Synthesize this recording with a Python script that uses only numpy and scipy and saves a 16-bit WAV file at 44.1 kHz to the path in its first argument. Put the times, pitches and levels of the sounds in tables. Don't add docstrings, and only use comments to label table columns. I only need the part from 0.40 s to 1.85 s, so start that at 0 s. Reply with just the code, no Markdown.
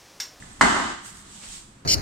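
import sys
import numpy as np
from scipy import signal
from scipy.fft import rfft, irfft
from scipy.io import wavfile
from scipy.ndimage import uniform_filter1d

SR = 44100
rng = np.random.default_rng(int(sys.argv[2]) if len(sys.argv) > 2 else 0)


def dump(signal):
    limited = np.clip(np.atleast_2d(signal).T, -1, 1)
    pcm = np.round(limited * 32767).astype(np.int16)
    wavfile.write(sys.argv[1], SR, pcm)


N = 63945


def from_db(db):
    return 10 ** (np.asarray(db) / 20)


def seconds():
    return np.arange(N) / SR


def rms_one(x):
    return x / np.sqrt(np.mean(x ** 2) + 1e-20)


def fader(rows):
    return from_db(np.interp(seconds(), *np.transpose(rows)))


def at_hz(points, hz):
    freqs, values = np.transpose(points)
    return np.interp(np.log(np.maximum(hz, 1)), np.log(freqs), values)


def pan(db):
    return from_db(np.array([[0.5], [-0.5]]) * db)


def click(start_s):
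    return (np.arange(N) == int(start_s * SR)) * 1.0


def through(x, response):
    return irfft(rfft(x, 2 * N) * rfft(response, 2 * N))[..., :N]


def ring(hz, t60_s, phase=0):
    return np.sin(2 * np.pi * hz * seconds() + phase) * 1e-3 ** (seconds() / t60_s)


def likeness(hz):
    alike_below_hz, treble_likeness = 400, 0.013
    return np.maximum(np.exp(-(hz / alike_below_hz) ** 3), treble_likeness)


def balance(hz):
    # freq_hz, left_minus_right_db
    lean = [(700, 0), (1300, -1.5), (2100, -3.5), (4400, 1), (8000, -5.5), (12000, -.5)]
    centred_below_hz = 300
    return at_hz(lean, hz) * hz ** 2 / (hz ** 2 + centred_below_hz ** 2)


def diffuse(spectrum, grit=0):
    hz = np.arange(N // 2 + 1) * SR / N
    mid, side = rfft(rng.standard_normal((2, N)) + grit)
    pair = np.sqrt(1 + likeness(hz)) * mid + np.sqrt(1 - likeness(hz)) * side * [[1], [-1]]
    return rms_one(irfft(pair * from_db(at_hz(spectrum, hz)) * pan(balance(hz)), N))


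def room():
    # freq_hz, density_db
    tail_colour = [(30, -9), (65, -9.5), (140, -6.5), (240, -0.5), (380, -2.5), (500, -11), (700, -1),
                   (1100, 2), (1600, -3), (2080, -7), (2300, -15.5), (3100, -13), (4200, -17), (5600, -19),
                   (8000, -14), (9500, -26.5), (12000, -40), (16000, -44.5)]
    # freq_hz, t60_s
    decay = [(80, 0.43), (250, 0.76), (1200, 0.93), (3000, 1.544), (7000, 1.275), (12000, 0.63)]
    # freq_hz, density_db
    scatter_colour = [(2000, -27), (3000, 5.5), (5000, 1.5), (8000, 8), (9500, -8), (16000, -44)]
    tail_db, build_s = -15.5, 0.0021
    scatter_db, scatter_at_s, scatter_width_s = -23, 0.0076, 0.009
    t, hz = seconds(), np.arange(N // 2 + 1) * SR / N
    noise, tail = rfft(diffuse(tail_colour)), 0
    octaves_hz = np.geomspace(60, 15360, 9)
    for centre_hz, share in zip(octaves_hz, np.eye(len(octaves_hz))):
        band = irfft(noise * at_hz(np.c_[octaves_hz, share], hz), N)
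        tail = tail + band * 1e-3 ** (t / at_hz(decay, centre_hz))
    scatter = diffuse(scatter_colour) * np.exp(-((t - scatter_at_s) / scatter_width_s) ** 2 / 2)
    return (from_db(tail_db) * tail + from_db(scatter_db) * scatter) * (1 - np.exp(-t / build_s))


def wheels():
    # time_s, level_db
    hiss_level = [(0, -43), (.18, -45), (.58, -128), (.85, -46), (.95, -39), (1.08, -39), (1.18, -38.5),
                  (1.25, -46.5), (1.35, -53), (1.45, -58.5)]
    # freq_hz, density_db
    hiss_colour = [(400, -14.5), (900, 2), (1700, -6), (2400, -2.5), (3200, 3.5), (5200, 1), (7000, 5),
                   (8100, 9), (9800, -6), (15000, -24)]
    # time_s, level_db
    rumble_level = [(0, -40), (.6, -49), (.9, -43.5), (1.1, -49), (1.25, -46), (1.45, -46.5)]
    # freq_hz, density_db
    rumble_colour = [(18, -4.5), (37, 4.5), (60, -2), (100, -0.5), (150, -2), (210, -4.5), (340, -8),
                     (500, -15), (1200, -13), (3000, -22), (8000, -31.5), (15000, -45.5)]
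    return fader(hiss_level) * diffuse(hiss_colour) + fader(rumble_level) * diffuse(rumble_colour)


def room_murmur():
    pitch_hz, width_hz, level_db = 199.7, 45, -52.5
    b, a = signal.iirpeak(pitch_hz, pitch_hz / width_hz, fs=SR)
    murmur = signal.lfilter(b, a, signal.lfilter(b, a, rng.standard_normal(2 * N)))
    return from_db(level_db) * rms_one(murmur[N:])


def hinge(reverb):
    # start_s, level_db, pitch_hz
    ticks = [(0.0244, -29.5, 1750), (.025, -32.5, 2000), (0.13, -37, 8100)]
    t60_s, reverb_db = 0.02, -26.5
    direct = sum(from_db(db) * through(click(start_s), ring(hz, t60_s)) for start_s, db, hz in ticks)
    return direct + from_db(reverb_db) * through(direct, reverb)


def clack():
    # pitch_hz, level_db, t60_s
    fork_modes = [(3044, -23, 0.063), (3445, -27.5, .05), (4300, -16, 0.03), (5040, -26.5, 0.036),
                  (7760, -33.5, 0.014), (8560, -27, 0.031)]
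    from_hz, to_hz, sweep_s = 481, 2086, 0.00444
    swing_db, peak_s, sharpness = -1, 0.002, 1.7
    fork_delay_s, bass_cut_hz = 0.001, 477
    t = seconds()
    hz = np.interp(t, [0, sweep_s], [from_hz, to_hz])
    swell = (t / peak_s * np.exp(1 - t / peak_s)) ** sharpness
    swings = -from_db(swing_db) * swell * np.sin(2 * np.pi * np.cumsum(hz) / SR)
    fork = sum(from_db(db) * ring(hz, t60_s) for hz, db, t60_s in fork_modes)
    bass_cut = signal.butter(3, bass_cut_hz, "high", fs=SR, output="sos")
    return signal.sosfilt(bass_cut, swings + through(fork, click(fork_delay_s)))


def rattle():
    touches_per_s, touch_db, spread_db, t60_s = 280, -15, 2.5, 0.88
    touches = (rng.random((2, N)) < touches_per_s / SR) * rng.choice([-1, 1], (2, N))
    strength = from_db(touch_db + spread_db * rng.uniform(-0.88, 1, (2, N)))
    return touches * strength * 1e-3 ** (seconds() / t60_s)


def deck():
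    # pitch_hz, level_db, t60_s
    modes = [(67.33, -29.5, 0.57), (203, -28.5, 0.65), (245.5, -17.5, 0.36), (280.6, -25.5, 0.54),
             (343.7, -32.5, 0.99), (383.8, -29.5, 0.82), (837, -30.5, 0.5), (932.4, -34, 1),
             (1066, -29.5, .7), (1141, -32, 0.66), (1297, -35, .8), (1581, -26, 0.81), (2057, -14, 0.17),
             (2986, -33.5, 1), (7200, -41, 1)]
    build_cycles, slowest_build_s = 2.6, 0.018
    spread, lean = 1.9, 1.677
    out = 0
    for hz, db, t60_s in modes:
        phase_gap = np.arccos(likeness(spread * hz))
        phases = rng.uniform(-np.pi, np.pi) + np.array([[0.5], [-0.5]]) * phase_gap
        build = 1 - np.exp(-seconds() / min(build_cycles / hz, slowest_build_s))
        out = out + from_db(db) * build * ring(hz, t60_s, phases) * pan(lean * balance(hz))
    return out


def landings(reverb):
    # start_s, level_db, clack_gain_db, contact_top_hz
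    hits = [(0.2098, 0.5, -1.5, 15000), (0.367, -13, 0.5, 1020), (0.399, -18.5, 2, 1640)]
    # delay_s, left_db, right_db
    reflections = [(.0046, -11, -24), (.0083, -9.5, -26.5), (.0112, -19, -22.5), (.0132, -12.5, -13.5),
                   (0.0166, -26.5, -15), (.0226, -21.5, -30)]
    direct = click(0) * pan(-0.5)
    echoes = sum(click(delay_s) * from_db([[left], [right]]) for delay_s, left, right in reflections)
    clatter = through(direct + echoes + rattle(), clack())
    ringing = deck() + reverb
    out = 0
    for start_s, db, clack_gain_db, top_hz in hits:
        softening = signal.butter(2, top_hz, fs=SR, output="sos")
        contact = signal.sosfilt(softening, click(start_s) + 1e-18)
        out = out + from_db(db) * through(contact, ringing + from_db(clack_gain_db) * clatter)
    return out


def shuffles():
    # peak_s, level_db, rise_s, fall_s, tilt_db_per_octave
    slides = [(0.67, -36.5, 0.029, 0.043, 2), (.775, -40.5, 0.031, 0.043, 1),
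              (1.04, -39.5, 0.019, 0.028, -8), (1.125, -37, 0.043, 0.068, -2.5)]
    # freq_hz, density_db
    sole = [(300, -33.5), (1000, -20.5), (2000, -9.5), (4000, -5), (6000, -3), (8200, 4), (10000, -10),
            (15000, -25)]
    grains_per_s, grit_db = 1300, -2
    t, out = seconds(), 0
    grains = (rng.random(N) < grains_per_s / SR) * np.sign(rng.standard_normal((2, N)))
    grit = from_db(grit_db) * rms_one(grains)
    for peak_s, db, rise_s, fall_s, tilt in slides:
        colour = [(hz, band_db + tilt * np.log2(hz)) for hz, band_db in sole]
        swell = np.exp(-((t - peak_s) / np.where(t < peak_s, rise_s, fall_s)) ** 2 / 2)
        out = out + from_db(db) * swell * diffuse(colour, grit)
    return out


def footfall():
    centre_s, level_db, pitch_hz, width_s = 1.103, -38.5, 38.2, 0.032
    t = seconds() - centre_s
    return from_db(level_db) * np.exp(-(t / width_s) ** 2) * np.sin(2 * np.pi * pitch_hz * t)


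def scene():
    reverb = room()
    return landings(reverb) + hinge(reverb) + shuffles() + footfall() + wheels() + room_murmur()


def record(dry):
    threshold_db, deepest_cut_db, cut_db_per_db = -31, 6, 1.17
    ceiling, cutoff_hz = 1.15, 17200
    power = uniform_filter1d(np.mean(dry ** 2, axis=0), size=1500)
    heard_db = 10 * np.log10(np.abs(power) + 1e-12)
    gain_db = np.clip(cut_db_per_db * (heard_db - threshold_db), -deepest_cut_db, 0)
    rounded = ceiling * np.tanh(dry * from_db(gain_db) / ceiling)
    return signal.sosfilt(signal.cheby2(12, 70, cutoff_hz, fs=SR, output="sos"), rounded)


dry = scene()
out = record(dry)
dump(out)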